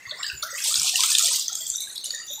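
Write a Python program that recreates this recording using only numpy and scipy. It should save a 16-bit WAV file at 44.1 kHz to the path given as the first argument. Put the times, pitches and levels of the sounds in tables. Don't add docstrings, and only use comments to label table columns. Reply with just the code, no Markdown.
import sys
import numpy as np
from scipy import signal
from scipy.fft import rfft, irfft
from scipy.io import wavfile

SR = 44100
rng = np.random.default_rng(int(sys.argv[2]) if len(sys.argv) > 2 else 0)


def rack_gain(trim_db):
    fader = np.asarray(trim_db, float)
    return 10 ** (fader / 20)


def master_out(mix):
    frames = np.transpose(np.atleast_2d(mix))
    ceiling = np.clip(frames, -1, 1)
    pcm = np.round(ceiling * 32767).astype(np.int16)
    wavfile.write(sys.argv[1], SR, pcm)


N = 105840


def rms_one(x):
    return x / np.sqrt(np.mean(x ** 2) + 1e-20)


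def in_time(rows):
    s, *columns = np.transpose(rows)
    return [np.interp(np.arange(N) / SR, s, column) for column in columns]


def drift(rate_hz):
    r = np.exp(-80 * np.pi * rate_hz / SR)
    noise = rng.standard_normal(N // 40 + 2002)
    slow = signal.lfilter([1], [1, -2 * r, r * r], noise)[2000:]
    return np.interp(np.arange(N) / 40, np.arange(len(slow)), rms_one(slow))


def band(x, low, high, order=3):
    sos = signal.butter(order, [low, min(high, .45 * SR)], "band", fs=SR, output="sos")
    return signal.sosfilt(sos, x)


def lay(out, s, sound):
    start = int(s * SR)
    out[start:start + len(sound)] += sound


def rush():
    # (frequency [Hz], relative level [dB per Hz])
    colour = [(30, -43), (60, 1), (130, 4), (300, 3), (1000, 1), (2500, 3), (4000, 1.5), (7500, 1.5),
              (10000, -1), (13500, -4.5), (15800, -7.5)]
    level_db = -29
    points = np.array(colour)
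    hz = np.fft.rfftfreq(N, 1 / SR)
    shape = rack_gain(np.interp(np.log(hz + 1), np.log(points[:, 0]), points[:, 1]))
    noise = irfft(rfft(rng.standard_normal(N)) * shape, N)
    return rack_gain(level_db) * rms_one(noise)


def fizz():
    per_s, spread_db = 2000, 5.5
    ring_cycles = 44
    born = rng.random(N) < per_s / SR
    sizes = born * rack_gain(spread_db * np.minimum(rng.exponential(1, N), 2.5))
    dealt = rng.integers(0, 40, N)
    out = 0
    for k, hz in enumerate(np.geomspace(1000, 15000, 40)):
        r, w = rack_gain(-60 * hz / (ring_cycles * SR)), 2 * np.pi * hz / SR
        strikes = sizes * (dealt == k) + 1e-18
        out = out + hz * signal.lfilter([0, np.sin(w)], [1, -2 * r * np.cos(w), r * r], strikes)
    return rms_one(out)


def spray():
    # (time [s], then level [dB] of each band from the lowest up)
    swell = [(0.0, -34.5, -63, -62, -72, -57, -68, -75), (0.07, -39.5, -57, -40, -54, -63, -68, -67),
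             (0.111, -35.5, -67, -30, -50, -63, -67, -66), (0.151, -39, -59, -50, -58, -38, -69, -71),
             (0.21, -32, -62, -72, -46, -42, -52, -47), (0.242, -55, -31, -30, -41, -41, -34, -42),
             (0.27, -34.5, -40, -31.5, -41, -37.5, -46, -39.5),
             (0.401, -41.5, -54, -48, -59, -51, -41.5, -39.5),
             (0.432, -34, -55, -28.5, -26.5, -44.5, -36.5, -34),
             (0.47, -51, -60, -55, -51, -33.5, -46, -40), (0.53, -59, -53, -39.5, -32.5, -34, -46, -38),
             (0.555, -37, -36, -36, -32, -31, -37, -36), (0.701, -39.5, -33, -26.5, -27.5, -23, -31, -34.5),
             (1.02, -38.5, -32.5, -27.5, -28, -25.5, -33.5, -34.5),
             (1.318, -51, -33.5, -25, -25, -23, -32.5, -33.5),
             (1.46, -61, -37, -32, -29.5, -36, -42, -36.5),
             (1.76, -57, -75, -40.5, -36, -31.5, -38.5, -38.5),
             (1.92, -66, -65, -39.5, -67, -34.5, -37, -42), (2.03, -64, -65, -39, -50, -47, -60, -41),
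             (2.05, -57, -67, -33, -35, -47, -34, -43), (2.13, -52, -58, -45, -40, -42, -48, -38),
             (2.21, -63, -62, -42, -33, -37, -58, -58), (2.23, -61, -59, -45, -42, -37, -36, -42),
             (2.33, -65, -68, -47.5, -38, -41.5, -40, -38), (2.4, -63, -67, -33.5, -48, -32.5, -50, -45)]
    edges = [900, 2300, 3300, 4700, 6400, 8800, 11500, 16500]
    drops_per_s, drop_spread_db, drop_most_db, drop_ms = 460, 4, 4.5, 2.7
    hiss_share, fizz_db = 0.74, -5
    clump_db, clumps_per_s = 1.5, 29.3

    born = rng.random(N) < drops_per_s / SR
    sizes = born * rack_gain(np.minimum(drop_spread_db * rng.exponential(1, N), drop_most_db))
    puffs = rms_one(signal.lfilter([1], [1, -np.exp(-1000 / (drop_ms * SR))], sizes))
    envelope = hiss_share + (1 - hiss_share) * puffs
    shared = drift(clumps_per_s)
    tones = rack_gain(fizz_db) * fizz()
    out = 0
    for low, high, level_db in zip(edges, edges[1:], in_time(swell)):
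        grain = envelope * rng.standard_normal(N) + tones
        clumps = rack_gain(clump_db * (shared + 0.68 * drift(clumps_per_s)))
        out = out + rack_gain(level_db) * rms_one(band(grain * clumps, low, high))
    return out


def streaks():
    # (time [s], length [s], level at the start [dB], centre [Hz])
    plateaus = [(0.0, 0.19, -41.5, 1930), (0.011, 0.14, -39.5, 2663), (0.015, 0.11, -37.5, 6600),
                (0.049, 0.089, -45.5, 14160), (0.156, .2, -46, 15500), (0.218, 0.11, -46, 11300),
                (0.347, 0.23, -47, 15300), (0.065, 0.028, -38, 1020), (0.155, 0.093, -39.5, 5400),
                (0.166, 0.038, -38, 4620), (0.178, 0.12, -34.5, 7530), (0.185, 0.044, -49, 2360),
                (0.191, 0.025, -39.5, 1227), (0.23, 0.039, -38.5, 3080), (0.236, 0.072, -30.5, 4900),
                (0.255, 0.083, -35, 1580), (0.338, 0.11, -35, 7070), (0.39, 0.038, -41, 2370),
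                (0.43, 0.13, -37.5, 1360), (0.431, 0.27, -38.5, 1940), (0.431, 0.23, -40.5, 1580),
                (0.54, 0.15, -38.5, 2560), (0.806, 0.1, -38, 1110), (0.977, 0.09, -37.5, 1004),
                (1.11, 0.11, -38, 1700), (1.17, 0.073, -40, 1950), (1.181, 0.068, -36, 1296),
                (1.306, 0.037, -37, 1015), (1.34, 0.075, -40, 1288), (1.549, .25, -33, 7380),
                (1.698, .15, -32.5, 6200), (1.8, 0.095, -39, 8700), (1.957, 0.099, -49, 9400),
                (2.002, 0.065, -36, 6400), (0.707, 0.14, -44.5, 1367), (2.05, 0.28, -35, 6880),
                (2.1, 0.15, -39.5, 1840), (2.117, 0.093, -42, 5530), (2.157, 0.1, -37.5, 4640),
                (2.172, 0.066, -40, 1290), (2.217, 0.085, -39.5, 2906), (2.237, .17, -45.5, 11850),
                (2.264, 0.17, -37, 6000), (2.3, 0.087, -34, 7090), (2.305, .1, -46, 12500)]
    sag_db, edge_s = 3, 0.013
    out, t = np.zeros(N + SR), np.arange(SR // 2) / SR
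    for s, length, db, hz in plateaus:
        half = 70 + 0.02 * hz
        noise = band(rng.standard_normal(len(t)), hz - half, hz + half, order=2)
        fade = np.clip(np.minimum(t, length - t) / edge_s, 0, 1)
        lay(out, s, fade * rack_gain(db - sag_db * t / length) * rms_one(noise))
    return out[:N]


def splats():
    # (time [s], peak level [dB], centre [Hz])
    slaps = [(0.0189, -55, 6640), (0.0946, -18.5, 4240), (0.107, -29, 4240), (0.1705, -28, 4730),
             (0.231, -9, 3920), (0.2643, -14, 4670), (0.2992, -15, 2756), (0.377, -17, 6900),
             (0.4253, -12.5, 4390), (0.5496, -16, 5260), (0.6399, -11.5, 8750), (0.642, -18.5, 11500),
             (0.6914, -29, 5600), (0.741, -7.5, 4000), (0.7572, -7, 5240), (0.7965, -6.5, 5640),
             (0.8171, -8, 7600), (0.8312, -6, 7450), (0.8774, -9.5, 3440), (0.8942, -9.5, 5500),
             (0.9569, -4.5, 2790), (1.0058, -4, 5040), (1.035, -5.5, 3820), (1.091, -10, 8000),
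             (1.1503, -3, 3590), (1.1836, -2.5, 7220), (1.1935, -3.5, 6800), (1.259, -7.5, 7340),
             (1.3332, -9.5, 4840), (1.395, -9.5, 7200), (1.481, -8.5, 6100), (1.5289, -11, 6740),
             (1.5532, -10.5, 6600), (1.6102, -38, 7220), (1.6671, -8, 7500), (1.769, -16.5, 10460),
             (1.7, -6, 7230), (1.7572, -11, 6010), (1.8043, -14, 3970), (1.805, -20.5, 13000),
             (1.9573, -11.5, 4090), (1.9789, -11.5, 4080), (1.9977, -36, 3860), (2.042, -14, 8330),
             (2.046, -23.5, 11600), (2.0576, -13, 6800), (2.1056, -10, 4410), (2.147, -13, 6480),
             (2.2192, -32, 3000), (2.3281, -20, 6650), (2.335, -20, 12800), (2.358, -16.5, 3620)]
    decay_ms, attack_s = 2.4, 0.00034
    width, centre_db = 0.033, 13
    out, t = np.zeros(N + SR), np.arange(1500) / SR
    envelope = np.exp(-1000 * t / decay_ms) * np.minimum(t / attack_s, 1)
    for s, db, hz in slaps:
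        puff = rng.standard_normal(len(t)) * envelope
        centre = band(puff, hz / (1 + width), hz * (1 + width), order=1)
        crack = band(puff, 2430, 8940, order=2) + rack_gain(centre_db) * centre
        lay(out, s, rack_gain(db) * crack / np.abs(crack).max())
    return out[:N]


def bubbles():
    # (time [s], level before the decay [dB], starting pitch [Hz])
    rings = [(0.0533, -27, 1955), (0.1281, -25.5, 1790), (0.1885, -47, 1230), (0.2433, -23, 1686),
             (0.2987, -29, 1400), (0.4309, -24, 1327), (0.5033, -33, 1413), (0.5487, -25.5, 1877),
             (0.7058, -32.5, 1184), (0.7527, -31, 1410), (0.8101, -32.5, 2250), (0.9438, -27, 1770),
             (1.0355, -25.5, 1232), (1.0904, -31.5, 1425), (1.1383, -34, 1720), (1.1722, -34, 1670),
             (1.28, -28.5, 1840), (1.3109, -30, 1204), (1.3423, -27, 1955), (1.4965, -31.5, 1310),
             (1.5703, -30, 1277), (1.65, -31.5, 2410), (1.741, -34, 1400), (1.789, -33, 1800),
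             (1.8741, -29, 1606), (2.1061, -28, 1769), (2.138, -29, 1750), (2.1984, -38, 1840),
             (0.119, -31.5, 584), (0.336, -35, 376.3), (0.431, -30.5, 594), (0.527, -34.5, 545),
             (0.84, -34, 720), (0.935, -31.5, 718), (1.233, -32.5, 640), (1.282, -36, 540),
             (1.518, -35, 752), (1.608, -36.5, 643), (1.97, -38.5, 337), (1.889, -39, 854),
             (2.071, -35, 545), (2.13, -35.5, 540), (2.303, -33.5, 563), (2.379, -32, 854)]
    decay_cycles, rise = 17.1, 0.084
    out, t = np.zeros(N + SR), np.arange(6000) / SR
    for s, db, hz in rings:
        age = t * hz / decay_cycles
        tone = np.sin(2 * np.pi * hz * t * (1 + rise * age / 2))
        lay(out, s, rack_gain(db) * tone * np.exp(-age) * np.minimum(t / 0.00023, 1))
    return out[:N]


def bumps():
    # (time [s], level at the top of the swell [dB], pitch [Hz])
    shifts = [(0.061, -35, 111), (0.101, -38, 141), (0.321, -37, 79.4), (0.335, -39.5, 135),
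              (0.41, -40, 90), (0.481, -39, 114.5), (0.69, -41, 86.5), (0.762, -35, 101),
              (0.792, -35.5, 158), (0.86, -36.5, 126), (1.661, -40, 125), (1.701, -45, 80)]
    length_s = 0.045
    out, t = np.zeros(N + SR), np.arange(SR // 4) / SR
    swell = np.sin(np.pi * np.minimum(t / length_s, 1))
    for s, db, hz in shifts:
        lay(out, s, rack_gain(db) * swell * np.sin(2 * np.pi * (hz * t + rng.random())))
    return out[:N]


def jet():
    # (time [s], level [dB], centre [Hz])
    path = [(1.3, -53, 3213), (1.5, -38, 3280), (1.7, -40, 3435), (1.8, -33.5, 3836), (1.95, -41.5, 3944),
            (2.1, -39, 3862), (2.25, -42, 3782), (2.32, -35, 3650), (2.4, -47, 3720)]
    half_width_hz, wobble_hz = 167, 70.05
    flicker_db, flickers_per_s = 4, 40
    level_db, hz = in_time(path)
    low_pass = signal.butter(2, half_width_hz, fs=SR, output="sos")
    a, b = signal.sosfilt(low_pass, rng.standard_normal((2, N)))
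    turn = 2 * np.pi * np.cumsum(hz + wobble_hz * drift(flickers_per_s)) / SR
    noise = rms_one(a * np.cos(turn) + b * np.sin(turn))
    return rack_gain(level_db + flicker_db * drift(flickers_per_s)) * noise


def scene():
    wavering_rush = rush() * rack_gain(0.87 * drift(17.8))
    water = wavering_rush + spray() + splats() + bubbles() + jet()
    return (water + streaks() + bumps())[None]


def suppress(x, learned_from):
    frame, hop = 512, 128
    overshoot_db, release_s = 8.5, 0.19
    sharpness, steepness = 0.83, 1.12

    def spectra(v):
        return signal.stft(v, nperseg=frame, noverlap=frame - hop)[2]

    spectrum = spectra(x)
    learned = np.mean(np.abs(spectra(learned_from)) ** 2, axis=1, keepdims=True)
    noise = rack_gain(2 * overshoot_db) * learned
    wanted = np.maximum(1 - noise / (np.abs(spectrum) ** 2 + 1e-20), 0) ** sharpness
    hz = np.fft.rfftfreq(frame, 1 / SR)[:, None]
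    floor = rack_gain(np.where(hz > 8200, -28.5, -24))
    fall = np.arange(wanted.shape[1]) * hop / SR / release_s
    opening = (np.maximum.accumulate(wanted + fall, axis=1) - fall).clip(0)
    gain = np.maximum(opening ** steepness, floor)
    return signal.istft(spectrum * gain, nperseg=frame, noverlap=frame - hop)[1][:N]


def band_limit(x):
    return signal.sosfilt(signal.butter(12, 16360, fs=SR, output="sos"), x)


def record(dry):
    suppressed = suppress(dry[0], rush())
    top_cut = signal.cheby2(12, 60, 16300, fs=SR, output="sos")
    mix = signal.sosfilt(top_cut, suppressed)[None]
    return band_limit(mix)


dry = scene()
out = record(dry)
master_out(out)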